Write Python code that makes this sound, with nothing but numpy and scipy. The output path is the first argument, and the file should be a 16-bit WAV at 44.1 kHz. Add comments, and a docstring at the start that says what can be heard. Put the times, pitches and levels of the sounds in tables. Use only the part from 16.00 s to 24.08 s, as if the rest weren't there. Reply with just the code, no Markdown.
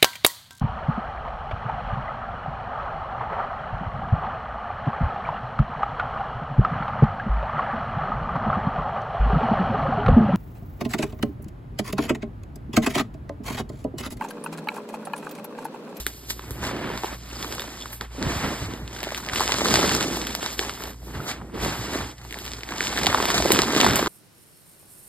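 """Crumbled chalk, scooped, squeezed and dropped on a tray by two hands in a quiet room.
The heap rustles and crunches, lumps clack and crack, hard chips clink, and powder sifts down in a
patter of grains. The tray thuds when the hands bump it; an appliance hums faintly behind.
Heard close up on a phone's two microphones, in wide, slightly hollow stereo."""
import sys
import numpy as np
from scipy import signal
from scipy.fft import rfft, irfft
from scipy.io import wavfile
from scipy.ndimage import uniform_filter1d

SR = 44100
rng = np.random.default_rng(int(sys.argv[2]) if len(sys.argv) > 2 else 0)


def log_audio(samples):
    """Write samples as a 16-bit WAV file to the path given in sys.argv[1]."""
    # one column per channel
    frames = np.atleast_2d(samples).T
    # limit to full scale, then quantise
    limited = np.clip(frames, -1, 1)
    pcm = np.round(limited * 32767).astype(np.int16)
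    wavfile.write(sys.argv[1], SR, pcm)


N = 356328


def undb(db):
    """Gain of a level in dB."""
    return 10 ** (np.asarray(db) / 20)


def level(x, db):
    """Scale to an rms level."""
    return x * undb(db) / np.sqrt(np.mean(x ** 2))


def total(db):
    """Level of several unrelated sounds together."""
    return 10 * np.log10(np.sum(undb(db) ** 2, axis=0) + 1e-12)


def gain_curve(table):
    """Gain at each FFT bin from rows of freq_hz, gain_db, joined on a log-frequency axis."""
    freq_hz, gain_db = np.transpose(table)
    bin_hz = np.arange(N // 2 + 1) * SR / N
    return undb(np.interp(np.log(bin_hz + 1), np.log(freq_hz + 1), gain_db))


def colour(x, table):
    """Give a flat noise the spectrum of a table."""
    return irfft(rfft(x) * gain_curve(table), N)


def band(x, low_hz, high_hz):
    """Band-pass."""
    return signal.sosfilt(signal.butter(2, [low_hz, high_hz], "bandpass", fs=SR, output="sos"), x)


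def walk(per_s):
    """Random steps, smoothed twice; spread near 1."""
    hold = int(SR / per_s)
    steps = np.repeat(rng.standard_normal(N // hold + 1), hold)
    return 1.3 * uniform_filter1d(uniform_filter1d(steps, hold), hold)[:N]


def uneven_sizes(scatter_db):
    """Random gains: many small pieces, a few large ones."""
    return undb(scatter_db * np.minimum(rng.exponential(size=N), 3))


# Appliance in the background: pitch_hz, level_db, waver_db
HUM_PARTIALS = [(58.5, -45.5, 3.0), (118, -53, 4.5)]
# Hush of the room: freq_hz, gain_db
HUSH_SPECTRUM = [(20, -32), (35, 28), (70, -2), (190, 2), (330, -7), (1900, -45), (5000, 1), (12000, -2),
                 (16000, -41)]

def room():
    """An appliance hums, wavering in level and phase, over the hush of the room."""
    t = np.arange(N) / SR
    hum = 0
    for hz, db, waver_db in HUM_PARTIALS:
        amplitude = np.sqrt(2) * undb(db + waver_db * walk(13))
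        hum += amplitude * np.sin(2 * np.pi * hz * t + 0.37 * walk(7.9))
    return hum + level(colour(rng.standard_normal(N), HUSH_SPECTRUM), db=-58.5)


# Hands working the chalk close to the phone; rustle and sifting are relative to crunch, dust to sifting:
# start_s, peak_s, end_s, crunch_db, end_crunch_db, rustle_db, sifting_db, dust_db, crackle_share
HAND_MOVES = [(-.1, 0, 0.019, -42, -49.5, -4, 6, -1.5, 0.3), (.0, 0.066, 0.6, -58, -62, 8.5, 9, -1, 0.5),
              (.06, 0.07, 0.12, -44.5, -55, -3, -5, -6, 0.4),
              (0.385, .395, 0.38, -36, -58, -1, -9, -8, 0.2),
              (0.288, 0.306, 0.32, -42, -49, -5, 13.5, 0, 0.5),
              (0.602, 0.639, 0.7, -31, -33.5, -7, -5.5, -10, 0.3),
              (0.388, 0.783, 0.96, -34.5, -37, 2, -19, -5, 0.3),
              (0.88, 0.983, 1.145, -39, -39, -7, -4.5, -4.5, 0.34),
              (1.19, 1.414, 1.94, -36.5, -48.5, -1.5, -0.5, -11.5, 0.74),
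              (1.912, 1.931, 1.97, -46, -55.5, -10, 2.5, 2, 0.94),
              (2, 2.014, 2.05, -38, -45.5, -3.5, -8, -12, 0.2),
              (2.16, 2.224, 2.33, -35.5, -47, 8.5, -19, -10, 0.1),
              (2.118, 2.305, 2.66, -32, -37, -5.5, -3, -15, 0.04),
              (2.37, 2.452, 2.57, -33.5, -43, 4, -24, -14, 0),
              (2.598, 2.708, 2.93, -39, -51.5, 3, -9, -4, 0),
              (2.846, 2.98, 3.28, -40.5, -43, -2.5, -1, -12, 1),
              (3.2, 3.25, 3.2, -50, -45.5, -3, 7.5, -11, 1),
              (3.268, 3.353, 3.65, -29.5, -32, -3.5, -0.5, -30, 1),
              (3.546, 3.74, 4.4, -24.5, -43, 2, 1.5, -24, 0.74),
              (4.08, 4.176, 4.17, -37, -46, -10, 4, -12, 0.8),
              (4.387, 4.434, 4.55, -35, -41, -4, 3, -12, 0.7),
              (4.557, 4.587, 4.76, -35, -43, -2.5, 1, -11, 0.74),
              (4.73, 4.813, 4.91, -40, -42.5, 0, -4, -6, 0.94),
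              (4.8, 4.948, 5.3, -59.5, -48, 6.5, 2, 0, 0.5), (5.05, 5.075, 5.11, -50, -52, 10, -4, -10, .2),
              (5.12, 5.15, 5.38, -38, -47.5, 2, -11, -26, 0.3),
              (5.256, 5.288, 5.316, -29.5, -33, -19, 0.5, -23, 0),
              (5.203, 5.416, 5.57, -53, -53.5, 12, -25, -13, 0.16),
              (5.53, 5.545, 5.66, -41.5, -39, 6.5, -9, -8, 0.3),
              (5.577, 5.636, 5.86, -29.5, -37, -2.5, -4, -10, 0.04),
              (5.765, 5.94, 6.12, -29, -44, -1.5, -4, -15, 0.28),
              (6.115, 6.33, 6.76, -45.5, -50, -0.5, 3, -10.5, 1),
              (6.642, 6.718, 6.8, -36, -40, -5, -7, -20, 1),
              (6.725, 6.827, 7.04, -33.5, -41, -4.5, 1, -27, 0.74),
              (6.835, 7.027, 10, -29.5, -30, -3, -2.5, -16, 0.7),
              (7.2, 7.25, 7.33, -33, -40, -3, 3, -21, .9), (7.34, 7.345, 7.45, -28, -39, -2, 4.5, -24, 0.8),
              (7.397, 7.494, 7.9, -33, -35, 4, -5, -20, 1), (7.7, 7.814, 8, -30.5, -32, 4, -0.5, -10, 0.95)]

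def hands(swell_db=18.5, release_db_per_s=417):
    """Moves swell, run on and die away; gives five layer levels in dB and the share of crackle."""
    t = np.arange(0, N, 64) / SR
    moves = []
    for start, peak, end, db, end_db, *_ in HAND_MOVES:
        outside_s = np.maximum(start - t, 0) + np.maximum(t - end, 0)
        stroke = np.interp(t, [start, peak, end], [db - swell_db, db, end_db])
        moves.append(stroke - release_db_per_s * outside_s)
    crunch = np.array(moves)
    rustle_db, sifting_db, dust_db, share = np.array(HAND_MOVES).T[-4:, :, None]
    rustle = total(crunch + rustle_db)
    sifting = crunch + sifting_db
    power = undb(crunch) ** 2 + 1e-12
    crackle = np.sum(share * power, axis=0) / np.sum(power, axis=0)
    curves = tray_level(t, rustle), rustle, total(crunch), total(sifting), total(sifting + dust_db)
    levels_db = [np.interp(np.arange(N) / SR, t, curve) for curve in curves]
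    return levels_db, np.interp(np.arange(N) / SR, t, crackle)


# Hands bumping the tray: peak_s, level_db
TRAY_THUDS = [(0.521, -37), (.63, -29), (.67, -34), (2.27, -22), (2.36, -26.5), (2.45, -28.5),
              (2.63, -28.5), (2.83, -34), (5.17, -29), (5.631, -25), (5.67, -36), (5.8, -28.5),
              (6.01, -28.5), (7.09, -31), (7.399, -31), (7.54, -31), (7.78, -34), (7.9, -30)]

def tray_level(t, rustle_db, rise_db_per_s=500, fall_db_per_s=218):
    """Level of the tray's low band: it thuds when bumped and murmurs under the rustle."""
    thuds = [db - np.maximum(rise_db_per_s * (s - t), fall_db_per_s * (t - s)) for s, db in TRAY_THUDS]
    murmur_db, rest_db = rustle_db - 9.5, np.full_like(t, -51.5)
    return total(thuds + [murmur_db, rest_db])


def patter(grains_per_s=250, hit_ms=0.75, trail_ms=12):
    """Loudness of falling grains: each starts at once, dies fast and leaves a short trail."""
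    falls = (rng.random(N) < grains_per_s / SR) * uneven_sizes(scatter_db=4.5)
    hit, trail = (signal.lfilter([1], [1, -np.exp(-1000 / (ms * SR))], falls)
                  for ms in (hit_ms, trail_ms))
    return level(hit + 0.21 * trail, 0)


# Bands of tray, rustle, crunch, sifting and dust: low_hz, high_hz, grain_share, patchiness_db
HEAP_BANDS = [(58, 162, 0.33, 2.5), (168, 420, 0.4, 1), (600, 2800, 0.9, 1.5), (2500, 6980, 0.7, 1.46),
              (8600, 14000, 0.3, 3)]
# Chalk noise at close range: freq_hz, gain_db
CHALK_SPECTRUM = [(40, -2), (300, -7.5), (1000, -8.5), (2500, -12.5), (5000, -11.5), (8500, -10.5),
                  (9300, -7.5), (12000, -5), (15700, -5)]

def heap(levels_db, crackle, own_share=0.35):
    """Grains sound in every band or in one only, over the smooth rush of fine powder."""
    grains = patter()
    surge_db = 0.5 * walk(6.8)
    out = 0
    for db, (low_hz, high_hz, grain_share, patchiness_db) in zip(levels_db, HEAP_BANDS):
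        grainy = grain_share * crackle
        own_grains = np.roll(grains, rng.integers(N))
        grain_power = (1 - own_share) * grains ** 2 + own_share * own_grains ** 2
        noise = rng.standard_normal(N) * np.sqrt(1 - grainy + grainy * grain_power)
        layer = level(band(colour(noise, CHALK_SPECTRUM), low_hz, high_hz), 0)
        out += layer * undb(db + surge_db + patchiness_db * walk(25))
    return out


def knock(hz, ring_turns=0.65):
    """A sharp click sags in pitch into a dull ring of a cycle or two."""
    turns = hz * np.arange(2048) / SR
    phase = turns + 0.8 * (1 - np.exp(-turns / 0.5))
    envelope = 1.11 * np.sqrt(turns / ring_turns) * np.exp(0.5 - turns / ring_turns)
    return np.sin(2 * np.pi * phase) * envelope


# Snapping crumbs, large to small: pitch_hz
CRUMB_PITCHES = [500, 800, 1200, 1900, 3000, 4600]
# Soft clods tumbling in the heap: pitch_hz
CLOD_PITCHES = [219, 333, 482, 704]

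def pieces(db, pitches_hz, per_s):
    """Pieces snap or tumble at random while the heap is worked; larger ones ring lower."""
    out = 0
    for hz in pitches_hz:
        snaps = (rng.random(N) < per_s / len(pitches_hz) / SR) * rng.choice([-1, 1], N)
        out += signal.oaconvolve(snaps * uneven_sizes(scatter_db=5.5), knock(hz))[:N]
    return level(out, 0) * undb(db)


def clack(hz, ring_turns, swell):
    """Heard through the phone's microphone, each clack starts above hz and keeps falling in pitch; a soft lump
    swells before it rings."""
    turns = hz * np.arange(2048) / SR
    sag = 0.12
    phase = 1.2 * np.log1p(sag * turns) / sag + 0.5 * (1 - np.exp(-turns / 0.25))
    envelope = (turns / ring_turns / swell) ** swell * np.exp(swell - turns / ring_turns)
    return np.sin(2 * np.pi * phase) * envelope


# Lumps cracking or landing near the microphone; the last three columns trim parts of each sound:
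# start_s, level_db, pitch_hz, tick_db, brightness_db, thump_db
LUMPS = [(0.065, -7.5, 1510, -11, -6.5, -21), (0.304, -20, 1890, -4.5, -5, -27),
         (0.393, -22, 1030, -14, -24, -15), (0.42, -40, 2000, -9, 0, -20),
         (0.439, -31, 1030, -19, -12, -12), (0.507, -31, 1060, -6, 4.5, 1),
         (0.63, -21, 1040, -16, -24, -10), (0.667, -20.5, 1030, -8, -9, -22),
         (0.79, -23, 710, -28, -32, -17), (0.901, -20.5, 1000, -20, -27, -0.5),
         (0.937, -32, 3200, -8, -20, -17), (0.975, -19.5, 1010, -7.5, -20.5, -22),
         (1.034, -14.5, 860, -23, -32, -10), (1.043, -12.5, 860, -25, -32, -8),
         (1.3, -34, 977, -5, -19, -15), (1.426, -21, 1090, -3, -25, -18), (1.445, -17, 1070, -16, -26, -13),
         (1.524, -24, 956, 0, -6, -8), (1.55, -29, 2000, -3, 4, -18), (1.581, -19, 1080, -11.5, -19.5, -21),
         (1.595, -23, 1250, 0, -12, -22), (1.605, -29, 2000, -4.5, 1, -20),
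         (1.619, -22, 1080, -7, -13, -13), (1.857, -19, 1100, -21, -18, -16.5),
         (1.929, -24, 1640, -17, -5, -31), (2.01, -13.5, 1410, -11, -19, -20.5),
         (2.226, -13, 1564, -7, -31, -16), (2.736, -27, 1500, -5.5, -14, -8.5),
         (2.877, -23, 1480, -7, -32, -30), (2.963, -23.5, 1503, -14, -16, -9),
         (2.969, -32, 1000, -1, -5, -18), (2.99, -32, 1500, -3, -5, -20), (3.004, -26, 2000, -3, -12, -20),
         (3.03, -19.5, 614, -4, -7, -10), (3.038, -28, 1500, 2, -1, -20), (3.047, -29, 1500, -2, -6, -20),
         (3.069, -18.5, 624, -24, -27, -8.5), (3.088, -19, 1620, -27, -25, -23),
         (3.105, -19, 2018, -21, -23, -20), (3.119, -18.5, 616, -18, -20, -22),
         (3.146, -20, 1990, -3, -11, -36), (3.168, -25, 1870, -8, -7, -37), (3.176, -25, 1000, 1, 0, -20),
         (3.18, -25, 890, -10, -2, -20), (3.2, -23.5, 980, -17, -19, -24),
         (3.248, -32.5, 2000, 2, -11, -20), (3.263, -27, 2063, 0, -5, -25),
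         (3.287, -15, 2000, -11, -28, -25), (3.296, -12.5, 1950, -38, -42, -25),
         (3.334, -13.5, 1090, -9, -22, -19), (3.338, -32, 2000, -4, -2, -20),
         (3.348, -28, 2000, -4, 3, -20), (3.359, -18, 2160, -0.5, -18, -29),
         (3.377, -23, 2040, -8, -23, -25), (3.396, -17, 760, -3.5, -19, -20),
         (3.406, -4, 950, -31, -19, -19), (3.412, -16, 1190, -5, -22, -23),
         (3.417, -18, 1300, -12, -24, -8), (3.428, -19, 1400, -14, -25, -20),
         (3.435, -17, 1080, -20, -15, -20), (3.477, -25, 958, 9, -16, -17), (3.519, -19, 900, 2, -17, -6),
         (3.521, -21, 1510, 6, -8, -18), (3.541, -17, 587, -0.5, -18, -11),
         (3.607, -11.5, 970, -13.5, -26, -8), (3.616, -14, 600, -11, -25, -5.5),
         (3.656, -7, 1170, -12, -33, -13), (3.668, -16, 3300, -3, -20, -20), (3.684, -14, 900, -5, -20, -7),
         (3.699, -28, 1970, -2, -1, -20), (3.74, -5.5, 660, -1, -34, -25), (3.756, -10, 684, 1.5, -29, -10),
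         (3.771, -11.5, 900, -8, -20, -5), (3.795, -12, 1030, -17, -23, -11),
         (3.811, -18, 1500, -5, -18, -18), (3.829, -8, 1200, -10, -29, -16),
         (3.834, -18, 1800, -3, -12, -19), (3.84, -15, 600, -22, -30, 0), (3.847, -12, 1150, -13, -24, -8),
         (3.893, -13.5, 1180, -2, -22, -18.5), (3.908, -19, 1600, -3, -25, -21.5),
         (3.914, -8.5, 1470, -14, -32, -21), (3.949, -9.5, 1180, -5, -9, -30.5),
         (4.008, -7, 1450, -12, -22, -26), (4.027, -11, 1370, -6, -20, -30),
         (4.17, -16.5, 750, -15, -8, -12), (4.215, -24, 2000, 0, -12, -22),
         (4.221, -24, 1110, -8, -20, -18), (4.25, -19, 3300, -9, -18.5, -21.5),
         (4.269, -16, 1170, -4.5, -6, -29), (4.307, -27, 2010, -3, -6, -20),
         (4.331, -24, 3300, -8, -14, -18), (4.35, -19, 593, 3, -1, -23), (4.428, -19, 670, -11, -19, -7),
         (4.441, -26, 1500, -4, -13, -19), (4.461, -15.5, 890, -3.5, -19, -23),
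         (4.48, -27, 1500, -3, -14, -21), (4.592, -3.5, 1760, -12.5, -20, -17.5),
         (4.613, -21, 790, -18, -28, -2), (4.626, -23, 1110, -6, -21, -13),
         (4.634, -26, 951.4, -20, -28, -10), (4.694, -14, 1331, -11, -34, -20),
         (4.737, -27, 3500, -6, -13, -22), (4.775, -26, 1100, -18, -24.5, -14),
         (4.805, -23, 1000, -16, -25, -9), (4.821, -25, 1030, -8, -23, -16),
         (4.837, -23.5, 2005, -3, -6, -17), (4.854, -24, 1124, -11, -19, -19),
         (4.922, -39, 1100, -18, -22, -14), (4.933, -40, 2000, -4, -2, -24),
         (4.943, -37, 990, -19, -24, -14), (5.314, -18, 1790, -8, -24, -24),
         (5.647, -15, 1016, -10, -20, -11), (5.934, -18, 1000, -14, -18, -16),
         (5.987, -31, 2000, -4, -2, -20), (6.181, -36.5, 4020, -5, -18, -31),
         (6.214, -32.5, 1500, -11, -22, -20), (6.249, -31, 900, -16, -26, -14),
         (6.308, -22, 1990, -13, -15, -22), (6.325, -19, 1990, -14, -11, -24),
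         (6.342, -17, 1980, -23, -30, -34), (6.371, -25, 1610, -14, -19, -11),
         (6.387, -29, 1730, -3, 0, -14), (6.443, -35, 2000, -7, 2, -20), (6.452, -29.5, 910, 0, -1, -23),
         (6.463, -23, 1500, -6, -16, -14), (6.47, -30, 900, -11, -24, -14),
         (6.478, -26, 2000, -4, -16, -20), (6.517, -35.5, 641, 8.5, -17, -24),
         (6.534, -24, 1830, -0.5, -21, -11), (6.567, -38, 1499, 0, -10, -18),
         (6.607, -29, 1709, -6, -24, -19), (6.633, -20, 2070, -11, -29, -18),
         (6.689, -17, 1690, -15, -23, -21.5), (6.721, -15, 1090, -20, -34, -18),
         (6.782, -23.5, 1712, -0.5, -15, -10), (6.806, -3.5, 1680, -24, -40, -19),
         (6.828, -18, 1800, -8, -22, -18), (6.836, -22, 1500, -6, -22, -20),
         (6.849, -24, 2000, -3, -16, -20), (6.87, -18, 2040, -3, -23, -26),
         (6.964, -14, 1800, -15, -27, -24), (6.974, -12.5, 1720, -8, -24, -24),
         (6.979, -8.5, 1700, -20, -23, -27), (6.988, -14, 1400, -10, -24, -16),
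         (7.018, -17, 1930, -11, -14, -19), (7.033, -16, 1760, -0.5, -18, -12),
         (7.047, -17.5, 600, -6, -8, -4), (7.059, -20, 1498, 3, -14, -20),
         (7.067, -3.5, 2040, -3.5, -28, -22), (7.069, -9, 770, -30, -40, -12),
         (7.087, -16, 1000, -10, -22, -20), (7.12, -15, 1400, -12, -25, -25),
         (7.127, -6, 1100, -21, -27, -30), (7.145, 0.5, 1020, -32, -40, -26),
         (7.174, -10, 1250, -25, -27, -24), (7.183, -11, 900, -22, -30, -23),
         (7.201, -6.5, 970, -25, -27.5, -12), (7.225, -13, 610, -6, -20, -7),
         (7.254, -15, 696, -1.5, -4, -7), (7.302, -10, 1010, -8, -9, -12), (7.316, -14, 1200, -11, -22, -9),
         (7.343, -23, 686, 4.5, -15, -19), (7.379, -8, 1170, -6, -33, -30.5),
         (7.401, -11, 657, -15, -26, -16), (7.423, -15, 600, -1, -31, -19),
         (7.444, -19, 3500, -4, -18, -20), (7.45, -13, 513, -30, -30, -5), (7.456, -8, 610, -23, -27, -3),
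         (7.484, -25, 1060, -14, -29, -7), (7.495, -17, 1600, -18, -28, -20),
         (7.504, -7.5, 888, -11, -18, 1), (7.518, -11.5, 876, 2.5, 1, -28), (7.52, -14, 1990, -3, 4, -28),
         (7.559, -7.5, 1090, -14, -21, -15), (7.568, -12, 1800, -7.5, -20, -20.5),
         (7.575, -19, 501, -20, -30, 0), (7.592, -9, 1010, -20, -28, -5), (7.589, -9, 1030, -0.5, -27, -7),
         (7.618, -11, 1470, 1, -23, -20), (7.633, -10, 1010, -11, -22, -10),
         (7.682, -13, 1050, -12, -22, -10), (7.705, -17, 1158, -12, -25, -17),
         (7.733, -14, 596, -11, -23, -8), (7.749, -6, 1820, -15, -29, -13),
         (7.763, -11, 640, -3, -26, -7.5), (7.77, -13.5, 3500, -5.5, -18, -20),
         (7.802, -10.5, 1580, -1.5, -17, -19), (7.805, -13, 1495, 0, -10, -20),
         (7.812, -4.5, 2160, -3.5, -26, -26), (7.832, -6, 855, -17, -25, -13),
         (7.844, -4.5, 790, -23, -27, -26), (7.864, -1, 990, -15, -24, -13),
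         (7.882, -20, 1000, -6, -12, -17), (7.897, -21, 1500, 2, -10, -17), (7.908, -20, 1500, 2, -10, -16),
         (7.933, -15, 1060, -6, -16, -9), (7.957, -18.5, 2000, -4, 7, -20),
         (7.965, -10.5, 989.5, -10, -16, -11), (7.992, -8, 615, -11, -17, -15),
         (8.026, -11, 1246, -21, -20, -4.5), (8.06, -8.5, 1120, -16, -28, -15),
         (8.07, -11, 1100, -14, -26, -12)]

def lumps(delay_ms=0.65, crumble_ms=4, thump_hz=380):
    """Each lump gives a brief crumble, a hollow clack and a soft thump on the heap."""
    out, t = np.zeros(N + 4096), np.arange(2048) / SR
    crumbles = band(rng.standard_normal((len(LUMPS), 2048)), 260, 3900)
    crumbles *= undb(-11.5) * np.exp(-1000 * t / crumble_ms)
    thump = np.sin(2 * np.pi * thump_hz * t) * (t / 0.002) * np.exp(1 - t / 0.0019)
    rings = 0.8 * np.exp(0.25 * rng.uniform(-0.79, 1, len(LUMPS)))  # no two lumps ring alike
    for (start_s, db, hz, tick_db, _, thump_db), crumble, ring in zip(LUMPS, crumbles, rings):
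        swell = 0.45 + 0.035 * max(-tick_db, 0)  # the weaker the tick, the slower the swell
        i = int((start_s + delay_ms / 1000) * SR)
        out[i:i + 2048] += undb(db) * (crumble + 0.6 * clack(hz, ring, swell) + undb(thump_db) * thump)
    return out[:N]


def lump_ticks(delay_ms=0.98, tick_ms=0.4, trail_ms=16):
    """The hard edge of each lump: one dry click, frayed by splinters, with a faint trail of dust."""
    out, ms = np.zeros(N + 3072), np.arange(3072) / SR * 1000
    fade = np.exp(-ms / tick_ms) + undb(-15) * np.exp(-ms / trail_ms)
    clicks = 5 * (ms == 0) + rng.standard_normal((len(LUMPS), 2, 3072)) * fade
    bodies, edges = band(clicks[:, 0], 1600, 5800), band(clicks[:, 1], 6500, 15500)
    for (start_s, db, _, tick_db, brightness_db, _), body, edge in zip(LUMPS, bodies, edges):
        tick = 3 * undb(tick_db) * body / np.abs(body).max()
        sparkle = 3.2 * undb(brightness_db) * edge / np.abs(edge).max()
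        i = int((start_s + delay_ms / 1000) * SR)
        out[i:i + 3072] += undb(db) * (tick + sparkle)
    return out[:N]


# Hard chips striking each other: start_s, level_db, pitch_hz
CHIP_CLINKS = [(1.314, -33, 2700), (1.355, -34, 5010), (1.368, -30, 4790), (1.427, -27, 3520),
               (1.47, -33, 3300), (1.524, -25, 4830), (1.596, -24, 3660), (1.606, -30, 3700),
               (1.619, -30, 3700), (1.81, -31, 3390), (1.822, -28, 3440), (1.823, -33, 5200),
               (1.83, -33, 3400), (5.203, -24, 1350), (5.267, -30, 1300), (7.519, -12, 4070),
               (7.59, -18, 4120)]

def clinks(ring_ms=1.5):
    """Each chip gives one short ring at a steady pitch."""
    out, ms = np.zeros(N + 1024), np.arange(1024) / SR * 1000
    envelope = np.sqrt(2 * ms / ring_ms) * np.exp(0.5 - ms / ring_ms)
    for start_s, db, hz in CHIP_CLINKS:
        i = int(start_s * SR)
        out[i:i + 1024] += undb(db) * np.sin(2 * np.pi * hz * ms / 1000) * envelope
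    return out[:N]


# Stepped phase offset of left ahead of right: freq_hz, offset_rad
PHASE_OFFSET = [(0, 0), (170, -.33), (520, -.5), (1200, -.3), (1750, 0), (2550, 2.0), (3750, 1.0),
                (5000, 1.5), (5700, 3.0), (6200, 3.25), (7700, 6.2), (8600, 6.45), (9800, 9.3),
                (10700, 9.5), (11900, 12.5), (13000, 12.8), (14100, 15.6), (15400, 15.9), (17000, 18)]
# Level of left over right: freq_hz, gain_db
BALANCE = [(30, 0), (120, -1), (300, -2.2), (600, -1.2), (1200, 0), (4300, -1), (8000, 0)]
# Fast random phase flutter between left and right, which widens the sound: freq_hz, depth_db
PHASE_FLUTTER = [(60, -36), (300, -19), (900, -9), (1750, -20), (3500, -10), (5500, -24), (16000, -24)]

def stereo_spread(sound):
    """Left and right part in phase and level band by band, for a wide, hollow, comb-like colour."""
    bin_hz = np.arange(N // 2 + 1) * SR / N
    offset_rad = np.interp(bin_hz, *np.transpose(PHASE_OFFSET))
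    left_gain = np.exp(0.5j * offset_rad) * np.sqrt(gain_curve(BALANCE))
    spectra = rfft(sound) * np.array([left_gain, 1 / left_gain])
    # a quarter-turned copy, added left and taken away right, shifts the phase
    turned = irfft(1j * spectra * gain_curve(PHASE_FLUTTER), N) * np.array([[1], [-1]])
    return irfft(spectra, N) + walk(60) * turned


def scene():
    """Chalk, tray and room, heard from a phone close to the hands."""
    levels_db, crackle = hands()
    _, rustle_db, crunch_db, _, _ = levels_db
    chalk = heap(levels_db, crackle)
    chalk += crackle * pieces(crunch_db - 5, CRUMB_PITCHES, per_s=300)
    chalk += pieces(rustle_db - 6, CLOD_PITCHES, per_s=120)
    return stereo_spread(chalk + lumps() + lump_ticks() + clinks() + room())


def record(dry):
    """The phone clips the loudest peaks and cuts the top."""
    top_hz = 15750
    lowpass = signal.ellip(12, 0.2, 60, top_hz, fs=SR, output="sos")
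    return signal.sosfilt(lowpass, np.clip(dry, -1, 1))


dry = scene()
out = record(dry)
log_audio(out)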